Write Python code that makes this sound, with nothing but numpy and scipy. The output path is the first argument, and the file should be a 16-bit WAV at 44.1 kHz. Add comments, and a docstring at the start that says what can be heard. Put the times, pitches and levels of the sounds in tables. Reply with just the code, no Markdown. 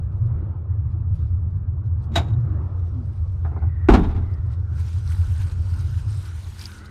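"""Rusty truck door in an overgrown yard

Wind rumbles on the microphone and an engine throbs far off: shaped noise, and harmonics that beat.
Low tones glide and moan; dry grass swishes: patchy noise, crackling ticks and single snaps.
A piece of metal clanks in the cab, the hinge groans in gliding tones, then a rusty steel door bumps
its frame, slams and rattles: each blow excites decaying modes. A faint whistle and hiss are filtered noise."""
import sys
import numpy as np
from scipy import signal
from scipy.fft import rfft, irfft
from scipy.io import wavfile
from scipy.ndimage import uniform_filter1d

SR = 44100
rng = np.random.default_rng(int(sys.argv[2]) if len(sys.argv) > 2 else 0)


def dump(signal):
    """Clip the signal to [-1, 1] and save it as 16-bit WAV at the path in sys.argv[1]."""
    limited = np.clip(np.atleast_2d(signal).T, -1, 1)
    pcm = np.round(limited * 32767).astype(np.int16)
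    wavfile.write(sys.argv[1], SR, pcm)


N = 304290
T = np.arange(N) / SR


def amp(db):
    """Decibel law: a level in dB becomes an amplitude ratio."""
    return 10 ** (np.asarray(db) / 20)


def unit_rms(x):
    """Normalization: scales a signal to a root mean square of one."""
    return x / np.sqrt(np.mean(x ** 2) + 1e-20)


def read_curve(points, hz):
    """Logarithmic frequency scale: reads a curve of (Hz, value) between its points."""
    f, value = np.transpose(points)
    return np.interp(np.log(hz + 1), np.log(f + 1), value)


def columns(rows, t):
    """Linear interpolation: every column after the first (time) becomes a curve over t."""
    s, *rest = np.transpose(rows)
    return [np.interp(t, s, column) for column in rest]


def add(mix, start_s, sound):
    """Superposition: adds a sound to the mix in place, cut at the end."""
    part = mix[round(start_s * SR):][:len(sound)]
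    part += sound[:len(part)]


def coloured(x, gain_db):
    """Linear filtering: multiplies the spectrum by a gain given as a function of Hz."""
    gain = amp(gain_db(np.fft.rfftfreq(len(x), 1 / SR)))
    return irfft(rfft(x) * gain, len(x))


def resonate(x, hz, width_hz):
    """Heterodyne resonance: shifts hz to zero, smooths twice by a pole of width_hz, and shifts back."""
    turn = np.exp(2j * np.pi * np.cumsum(hz * np.ones(len(x))) / SR)
    pole = np.exp(-np.pi * width_hz / SR)
    low = x / turn
    for _ in range(2):
        low = signal.lfilter([1 - pole], [1, -pole], low)
    return 2 * (turn * low).real


def field(level_db, length, size, patchy_db, drift_db=0.):
    """Short-time spectrum: noise shaped by level_db(Hz, s), with small patches and a slower drift of colour."""
    hop = size // 4
    t = np.arange(length // hop + 5) * hop / SR
    hz = np.fft.rfftfreq(size, 1 / SR)
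    a, b, patches, drift = rng.standard_normal((len(t), len(hz), 4)).T
    patches = unit_rms(uniform_filter1d(uniform_filter1d(patches, size=6, axis=0), size=8, axis=1))
    drift = unit_rms(uniform_filter1d(uniform_filter1d(drift, size=8, axis=0), size=60, axis=1))
    z = (a + 1j * b) * amp(level_db(hz[:, None], t[None]) + patchy_db * patches + drift_db * drift)
    return signal.istft(z, nperseg=size, noverlap=size - hop)[1][:length]


def glide(start_s, length_s, db, first_hz, last_hz, waver_hz, ends_db):
    """Frequency modulation: a sliding tone, loudest in the middle, its pitch wavering by waver_hz rms."""
    u = np.arange(0, 1, 1 / (length_s * SR))
    waver = unit_rms(uniform_filter1d(rng.standard_normal(len(u)), size=800))
    hz = first_hz + (last_hz - first_hz) * u + waver_hz * waver
    swell = amp(db + ends_db * (2 * u - 1) ** 2) * signal.windows.tukey(len(u), .2)
    return start_s, np.sqrt(2) * swell * np.sin(2 * np.pi * np.cumsum(hz) / SR)


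def swells(rows, t, rise_db_per_s, fall_db_per_s):
    """Energy summation, in dB, of swells (start s, length s, dB) that rise, hold for their length and fall."""
    s, length, db = np.transpose(rows)[:, :, None]
    before = (s - t) * rise_db_per_s
    after = (t - s - length) * fall_db_per_s
    below = np.maximum(np.maximum(before, after), 0)
    return 10 * np.log10((amp(db - below) ** 2).sum(0) + 1e-20)


# wind on the microphone: time [s], rumble_level [dB], roar_level [dB]
WIND = [(0.0, -20.5, -47.5), (0.19, -23, -47.5), (0.38, -22, -43), (0.68, -28, -48), (1.05, -22.5, -49.5),
        (1.95, -23, -50), (2.27, -23, -38), (2.4, -24.5, -44.5), (2.55, -21.5, -40), (2.85, -28, -45.5),
        (3.25, -25.5, -49.5), (3.8, -24.5, -48), (4.25, -26, -44), (4.6, -27, -49), (5.1, -27, -52),
        (5.5, -30, -48.5), (5.9, -27.5, -50), (6.34, -32, -53.5), (6.9, -40.5, -51)]
# relative spectrum of the rumble: frequency [Hz], density [dB per Hz]
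RUMBLE = [(12, -57.5), (20, -16), (34, -30.5), (50, -11.5), (64, -9), (86, 0), (103, -2.5), (132, -15),
          (152, -16), (171, -33), (193, -29), (214, -34), (260, -44.5), (340, -74), (570, -120)]
# relative spectrum of the roar: frequency [Hz], density [dB per Hz]
ROAR = [(120, -27.5), (200, 10), (238, -19), (317, -1.5), (378, -11), (750, -19.5), (1270, -19.5),
        (1950, -36), (2250, -39.5), (4540, -55.5), (9000, -83), (11700, -85.5), (19800, -120)]


def wind():
    """Broadband flow noise: a low rumble under a faint roar."""
    rumble_db, roar_db = columns(WIND, T)
    rumble = field(lambda hz, t: read_curve(RUMBLE, hz) + 0 * t, N, size=4096, patchy_db=1.9)
    roar = field(lambda hz, t: read_curve(ROAR, hz) + 0 * t, N, size=1024, patchy_db=2.0)
    return amp(rumble_db) * unit_rms(rumble) + amp(roar_db) * unit_rms(roar)


# low gliding moans, perhaps an engine revving far off:
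# start [s], length [s], level at the middle [dB], first_pitch [Hz], last_pitch [Hz]
LOW_MOANS = [(0.122, 0.27, -20, 95.3, 133.1), (2.239, 0.28, -18.5, 96.5, 138),
             (5.945, 0.391, -24, 125.6, 71), (6.5, 0.49, -50, 200.3, 215)]


def low_moans():
    """Gliding oscillation: low moans slide in pitch, perhaps an engine revving far off."""
    out = np.zeros(N)
    for row in LOW_MOANS:
        add(out, *glide(*row, waver_hz=5.2, ends_db=-24.5))
    return out


# an engine idles some way off: time [s], level [dB]
ENGINE = [(0, -41), (.6, -39.5), (.95, -26), (1.8, -27.5), (2.3, -29), (2.8, -36), (3.3, -23), (4.2, -25.5),
          (4.7, -23.5), (5.4, -22), (5.9, -20.5), (6.3, -34.5), (6.9, -46)]
# its harmonics: order [multiple of the cycle rate], relative level [dB]
ORDERS_DB = [(5, -19), (7, -13), (8, -16), (9, -9), (10, 0), (11, 0), (12, -11), (13, -11), (14, -14),
             (15, -13), (16, -15)]
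CYCLES_PER_S, THROB_AT_S = 8.0, 5.324
WANDER_RAD, WANDER_DB = 0.28, 3  # rms drift of each harmonic
SMEAR_RAD = .7  # phase spread, times the squared distance from the mean order


def engine():
    """Beating of harmonics: multiples of a slow cycle form a soft throb, each wandering a little."""
    order, db = np.transpose(ORDERS_DB)[:, :, None]
    t, slow = T[::20], T[::1000]
    drift = uniform_filter1d(rng.standard_normal((2, len(order), len(slow))), size=14, axis=2)
    turn, swell = np.array([[np.interp(t, slow, unit_rms(row)) for row in rows] for rows in drift])
    phase = 2 * np.pi * order * CYCLES_PER_S * (t - THROB_AT_S)
    phase += SMEAR_RAD * (order - order.mean()) ** 2 + WANDER_RAD * turn
    harmonics = amp(db + WANDER_DB * swell) * np.cos(phase)
    tones = signal.resample_poly(harmonics.sum(0), 20, 1)[:N]
    return amp(columns(ENGINE, T)[0]) * unit_rms(tones)


# the grass stirs faintly all the time: time [s], level [dB]
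STIR = [(0, -87), (1.0, -91), (1.2, -69), (1.5, -85), (2.0, -87.5), (2.4, -76), (2.75, -75), (3.15, -68.5),
        (3.45, -71.5), (3.75, -76), (4.3, -69), (4.7, -73), (6.9, -62.5)]
# legs drag through the grass: start [s], length [s], level [dB]
STRIDES = [(4.77, .08, -58.5), (4.87, .12, -57), (5.08, 0.4, -54.5), (5.57, 0.1, -60), (5.7, .31, -56.5),
           (6.1, .19, -54.5), (6.36, .42, -55)]
# short rustles in the grass, and later the crunches of footfalls: time [s], level [dB]
RUSTLES = [(.04, -73.5), (.13, -73), (.18, -74), (0.271, -70), (0.921, -69.5), (1.012, -73.5), (1.16, -66),
           (1.51, -76), (1.57, -73), (1.86, -71), (2.041, -64.5), (2.411, -71), (2.798, -69), (2.87, -68),
           (4.341, -66.5), (4.531, -60), (4.8, -53.5), (5.12, -52), (5.42, -52), (5.52, -54), (5.81, -55),
           (5.991, -57), (6.26, -54), (6.595, -52), (6.62, -47), (6.642, -51.5), (6.668, -49),
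           (6.86, -57.5)]


def grass_db(t):
    """Energy summation: the powers of faint stirring, strides, short rustles and footfalls add up."""
    strides = swells(STRIDES, t, rise_db_per_s=156.5, fall_db_per_s=197)
    rustle_rows = [(s, 0, db) for s, db in RUSTLES]
    rustles = swells(rustle_rows, t, rise_db_per_s=396, fall_db_per_s=497)
    return 10 * np.log10(amp(columns(STIR, t)[0]) ** 2 + amp(strides) ** 2 + amp(rustles) ** 2)


# relative spectrum of the swish: frequency [Hz], density [dB per Hz]
SWISH = [(530, -23), (900, -1), (1130, -8), (1430, -7.5), (2150, -11.5), (2450, -11.5), (3400, -12),
         (3950, -10), (4500, -12.5), (5000, -12), (6000, -14.5), (7680, -15.5), (8550, -12.5), (9510, -18),
         (12200, -20.5), (15500, -33.5)]
# pitches of small stalks: pitch [Hz]
CRACKLE_HZ = [1500, 2350, 3030, 4000, 4950, 5970, 8450, 10500, 12300]
# stalks that snap: start [s], level [dB], pitch [Hz]
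SNAPS = [(1.148, -66, 3780), (1.8497, -71, 3700), (2.022, -63.5, 4240), (2.042, -57, 3700),
         (3.296, -56, 3510), (4.339, -49, 4830), (4.3977, -65, 3500), (5.0754, -43, 5820),
         (5.119, -33.5, 2450), (5.208, -51, 4070), (5.425, -44, 3700), (5.469, -45, 4950),
         (5.684, -52, 4530), (5.7915, -46, 6550), (6.4712, -42, 5350), (6.585, -42, 4600),
         (6.5934, -32, 4900), (6.603, -41, 4300), (6.613, -25.5, 4670), (6.625, -36, 5170),
         (6.6388, -28, 4500), (6.647, -39, 3200), (6.655, -22.5, 4840), (6.665, -39, 4300),
         (6.7171, -35, 4100), (6.786, -39, 4540), (6.857, -37, 4400)]
SNAP_T60_S = 0.015
CRACKLE_DB, CRACKLE_PER_DB = -4, 0.14  # share of crackle at -52 dB; softer grass crackles less


def random_ticks(spread_db, ticks_per_s):
    """Poisson-like impulses: sparse random ticks of exponentially spread level."""
    return amp(spread_db * np.minimum(rng.exponential(1, N), 5)) * (rng.random(N) < ticks_per_s / SR)


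def grass():
    """Friction noise and brittle fracture: a patchy swish, duller when soft, with crackle and single snaps."""
    slow = T[::64]
    level_db = grass_db(slow)

    def swish_db(hz, t):
        now_db = np.interp(t, slow, level_db)
        dull = 0.78 * np.minimum(now_db + 51.5, 0) * np.log2(np.maximum(hz, 6000.) / 5600.0)
        # the low part swells less
        steady = -.8 * np.maximum(now_db + 55.0, 0) / (1 + (hz / 920.0) ** 6)
        return read_curve(SWISH, hz) + dull + steady

    swish = unit_rms(field(swish_db, N, size=512, patchy_db=2.0, drift_db=2.0))
    ticks = random_ticks(4.1, 1500.) * rng.choice([-1, 1], N)
    stalk = rng.integers(0, len(CRACKLE_HZ), N)
    crackle = np.zeros(N)
    for k, hz in enumerate(CRACKLE_HZ):
        crackle += amp(read_curve(SWISH, hz)) * resonate(ticks * (stalk == k), hz, 970.0)
    crackle = unit_rms(crackle)
    # the finest stalks tick
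    crackle += amp(-13.5) * unit_rms(resonate(random_ticks(4.5, 400.), 9600.0, 5000.))
    now_db = np.interp(T, slow, level_db)
    out = amp(now_db) * (swish + amp(CRACKLE_DB + CRACKLE_PER_DB * (now_db + 52.0)) * crackle)
    t = T[:4000]
    for s, db, hz in SNAPS:
        noise = rng.standard_normal(len(t))
        snap = unit_rms(resonate(noise, hz, 1200.0))
        snap += amp(-9.5) * coloured(noise, lambda f: -2.5 * f / 1000)
        add(out, s, amp(db - 60 * t / SNAP_T60_S) * snap * (1 - np.exp(-t / 0.0015)))
    return out


# a fuzzy whistle swells now and then: start [s], length [s], level [dB], pitch [Hz]
WHISTLES = [(4.688, 0.14, -61, 1440), (5.104, 0.015, -52.5, 1430), (5.227, .02, -57, 1390),
            (5.37, 0.08, -56, 1564), (5.759, 0.024, -55.5, 1410), (5.898, 0.089, -60, 1500),
            (6.245, 0.079, -55.5, 1410), (6.695, 0.062, -54, 1480), (6.784, 0.11, -54, 1385)]
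WHISTLE_FLOOR_DB = -68.5


def whistle():
    """Narrow-band resonance: noise in one resonance that swells and shifts a little."""
    out = np.zeros(N)
    s, length, db, hz = np.transpose(WHISTLES)
    t = T[T >= s[0] - .1]
    swell_db = swells(np.transpose([s, length, db]), t, rise_db_per_s=196, fall_db_per_s=178)
    level = amp(swell_db) + amp(WHISTLE_FLOOR_DB)
    pitch_hz = np.interp(t, s + length / 2, hz)
    tone = resonate(rng.standard_normal(len(t)), pitch_hz, width_hz=270)
    add(out, t[0], level * unit_rms(tone))
    return out


# a faint narrow hiss comes and goes, one list a swell: time [s], level [dB], pitch [Hz]
HISS = [
    [(3.45, -82, 1980), (3.56, -63.5, 2080), (3.66, -61.5, 1950), (3.76, -58.5, 1820), (3.88, -54.5, 1800)],
    [(4.16, -67, 2050), (4.25, -61, 2020), (4.35, -61, 1870), (4.45, -68, 1770), (4.52, -62, 1880),
     (4.6, -74, 1810)],
    [(6.68, -76, 1990), (6.76, -63, 1975), (6.9, -57, 1940)],
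]


def hiss():
    """Time-varying filtering: noise in a moving resonance with a wide skirt below it."""
    out = np.zeros(N)
    for rows in HISS:
        t = np.arange(rows[0][0], rows[-1][0], 1 / SR)
        db, hz = columns(rows, t)
        noise = rng.standard_normal(len(t))
        skirt = amp(-4.0) * resonate(noise, .8 * hz, 500.)
        add(out, t[0], amp(db) * unit_rms(resonate(noise, hz, 280.0) + skirt))
    return out


def struck(modes, skin, t60s, colour, damping, contact_s, ring_db, size):
    """Modal superposition: one blow rings single modes, and dense modes of the skin die band by band."""
    t = T[:size]
    hz, db, t60 = np.transpose(modes)[:, :, None]
    decay_db = -60 * t / (t60 * damping)
    rings = amp(db + colour(hz) + decay_db) * np.sin(2 * np.pi * (hz * t + rng.random(hz.shape)))
    f = np.fft.rfftfreq(len(t), 1 / SR)
    centres = 125 * 2. ** np.arange(8)[:, None]
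    shares = np.maximum(1 - abs(np.log2((f + 1) / centres)), 0)  # overlapping octave bands
    spectrum = amp(read_curve(skin, f) + colour(f)) * rfft(rng.standard_normal(len(t)))
    bands = irfft(shares * spectrum, len(t))
    dense = (bands * amp(-60 * t / (read_curve(t60s, centres) * damping))).sum(0)
    # loose parts chatter
    dense *= amp(1.3 * unit_rms(uniform_filter1d(rng.standard_normal(len(t)), size=200)))
    return (dense + amp(ring_db) * rings.sum(0)) * (1 - np.exp(-t / contact_s))


# a piece of metal clanks in the cab and rattles on: start [s], strength [dB], single_modes [dB]
CLANKS = [(2.118, -38, -23.5), (2.131, -36, -25.5), (2.138, -28.5, -27), (2.147, -24.5, -29),
          (2.155, -5.5, -25.5), (2.159, -4, -14.5), (2.164, -12.5, -15.5), (2.171, -11, -19.5),
          (2.176, -13.5, -15), (2.183, -22.5, -19), (2.192, -26, -14.5), (2.203, -31, -22),
          (2.215, -30, -19), (2.229, -34.5, -20), (2.243, -37, -17), (2.258, -41, -20), (2.27, -42, -20),
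          (2.281, -35, -24), (2.300, -39.5, -24), (2.334, -44, -12)]
# single modes of the piece: frequency [Hz], level [dB], t60 before the damping factor [s]
PIECE = [(352, -12, 0.07), (686, 3.5, 0.14), (985, -8.5, 0.088), (1220, -9, 0.073), (1520, -3.5, 0.14),
         (2946, -6, 0.056), (3316, -2.5, .05), (3600, -4, 0.05), (3780, 1.5, 0.082), (3810, 0, 0.087),
         (7000, -16, .06)]
# dense ringing of the piece: frequency [Hz], density [dB per Hz]
CLATTER = [(120, -17.5), (220, -6), (345, -2.5), (515, -17.5), (690, -3), (1000, -8), (1510, -11),
           (2300, -11), (3300, -12.5), (3850, -6.5), (4200, -16.5), (6300, -21.5), (7000, -18.5),
           (9300, -32), (10800, -29.5), (14000, -39), (15500, -47)]
# its decay: frequency [Hz], t60 before the damping factor [s]
CLATTER_T60 = [(300, 0.53), (1000, 0.28), (2000, 0.18), (10000, 0.12)]


def clank():
    """Repeated impact: loose metal rings bright and is quickly damped."""
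    out = np.zeros(N)
    for s, db, ring_db in CLANKS:
        blow = struck(PIECE, CLATTER, CLATTER_T60, np.zeros_like, damping=0.6, contact_s=0.0019,
                      ring_db=ring_db, size=10000)
        add(out, s, amp(db) * blow)
    return out


# groans of the hinge: start [s], length [s], level at the middle [dB], first_pitch [Hz], last_pitch [Hz]
GROANS = [(0.296, 0.2, -47.5, 319.5, 323), (2.098, 0.062, -33.5, 221, 225), (2.481, 0.095, -43.5, 315, 311),
          (2.92, .14, -36, 281.6, 210)]


def hinge():
    """Gliding oscillation: short groans whose pitch slides and wavers."""
    out = np.zeros(N)
    for row in GROANS:
        add(out, *glide(*row, waver_hz=1.5, ends_db=-17.0))
    return out


# blows on the door: start [s], strength [dB], boom [dB], tilt above 1.5 kHz [dB per octave],
# damping [factor on t60], jingle of loose parts [dB]
BLOWS = [(3.447, -6, -27.5, -13.5, 0.43, 9.5), (3.465, -16.5, -17, -17, 0.39, 1),
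         (3.514, -13, -15, -18, 0.5, 5), (3.562, -5.5, -17, -19, 0.27, 4),
         (3.573, -17, -15, -16, 0.23, -1.5), (3.617, -12.5, -15, -15, 0.43, 1),
         (3.625, -13.5, -15, -14.5, 0.45, -1), (3.886, 13, -16, -2, 0.23, -1.5), (3.897, -2, 4, 3, 0.7, 4),
         (3.905, 7, 5, -7, 0.52, -8), (3.922, -7, 4, 4, 0.3, -1), (3.9351, 5, -1.5, 4, 0.28, 1),
         (3.940, 2.5, -5, 3, 0.26, -1), (3.947, 2, -8, 3, 0.29, 2), (3.956, -3.5, -3, 2, 0.28, 0),
         (3.968, 0.5, 11, -1, 0.37, -3), (3.984, -8.5, 3.5, -5.5, 0.27, 12),
         (3.998, -14.5, 4, 0, 0.69, 12.5), (4.013, -18.5, 0, -0.5, .5, 10),
         (4.030, -11.5, -9, 1.8, 0.42, -0.5), (4.041, -9, -2, 0, 0.3, 9), (4.055, -13.5, 17, -4.5, 0.38, 5),
         (4.071, -23.5, 3, 1, .5, 9), (4.089, -19, 12, 1.5, 0.4, 0), (4.101, -18, -0.5, 1, 0.43, 7),
         (4.111, -17, -14, 1, 0.27, 4), (4.128, -24, -4.5, -1, .4, 8), (4.147, -15.5, -1, 0, 0.28, -2),
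         (4.160, -20, 0.5, 2, 0.44, 3), (4.171, -16, 7.5, -8, 0.68, 7), (4.223, -31.5, 1, -1.5, 0.67, 11.5)]
# single modes of the door: frequency [Hz], level [dB], t60 before the damping factor [s]
DOOR = [(187.6, -5, 0.74), (225, 4.5, 0.27), (258.8, 1, 0.52), (308.4, -2, 0.41), (352, -7, 0.23),
        (394.5, -7, 0.59), (439, -7, 0.46), (594, -15, 0.23), (689, -11, .5), (773.5, -10, 0.6),
        (840, -11.5, 0.49), (946, -16.5, .3), (1020, -10, 0.25), (1090, -18, 0.24), (1240, -13, 0.27),
        (1373, -17, 0.44), (1440, -24.5, 1), (1670, -24.5, 0.12), (2240, -26.5, 0.18), (3700, -26.5, 0.15)]
# dense ringing of the sheet: frequency [Hz], density [dB per Hz]
SKIN = [(71, -46.5), (120, -13.5), (138, -7.5), (265, -6.5), (367, -9), (450, -10.5), (520, -19.5),
        (796, -11.5), (1410, -17.5), (1720, -20), (2200, -23.5), (3170, -29.5), (8590, -48), (15500, -71)]
# its decay: frequency [Hz], t60 before the damping factor [s]
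SKIN_T60 = [(150, 0.91), (500, 0.75), (1500, 0.32), (4000, 0.34), (10000, 0.11)]
# the hollow door and the air in the cab answer the slam:
# start [s], level before rise and decay [dB], pitch [Hz], t60 [s], rise [s]
THUMPS = [(3.8880, 10.5, 342, 0.032, 0.0044), (3.890, -3, 205, 0.05, .002), (3.901, -1, 49.9, 0.2, 0.0049),
          (3.925, -1.5, 60, .13, .008), (3.955, -13, 262.5, 0.17, 0.01), (3.985, -15, 45.7, 0.7, 0.009),
          (3.962, -16.5, 30, 1, 0.02)]
JINGLE_HZ, JINGLE_WIDTH_HZ = 3700, 360
RING_DB, RING_PER_DULL = -23.5, .8  # share of the single modes; soft, dull bumps ring clearer
CONTACT_S, HARDENS_AT_DB = 0.0023, 8  # contact of a soft blow, halved at this strength


def door():
    """Impact excitation of a plate and cavity: bumps, slam and rattles on one steel door, and thumps."""
    out, t = np.zeros(N), T[:SR]
    for s, db, boom_db, tilt_db, damping, jingle_db in BLOWS:
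        def colour(hz):
            boom = boom_db / (1 + (hz / 324.0) ** 4)
            tilt = tilt_db * np.log2(np.maximum(hz, 1500.) / 1100.0)
            jingle = jingle_db * np.exp(-((hz - JINGLE_HZ) / JINGLE_WIDTH_HZ) ** 2)
            return boom + tilt + jingle
        ring_db = RING_DB + RING_PER_DULL * max(-tilt_db - 8.5, 0)
        contact_s = CONTACT_S / (1 + amp(db - HARDENS_AT_DB) ** 2)
        blow = struck(DOOR, SKIN, SKIN_T60, colour, damping, contact_s, ring_db, size=20000)
        add(out, s, amp(db) * blow)
    for s, db, hz, t60, rise_s in THUMPS:
        thump = amp(db - 60 * t / t60) * np.sin(2 * np.pi * hz * t)
        add(out, s, thump * (1 - np.exp(-t / rise_s)))
    return out


def scene():
    """Superposition: all sources add up in one channel."""
    background = wind() + low_moans() + engine() + grass() + whistle() + hiss()
    return (background + clank() + hinge() + door())[None]


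def record(dry):
    """Saturation and band limiting: peaks overload the input, then a low-pass removes the top."""
    clipped = np.clip(dry, -1, 1)
    low_pass = signal.firwin(511, 15700, window=("kaiser", 9), fs=SR)  # edge in Hz
    return signal.oaconvolve(clipped, low_pass[None], "same")


dry = scene()
out = record(dry)
dump(out)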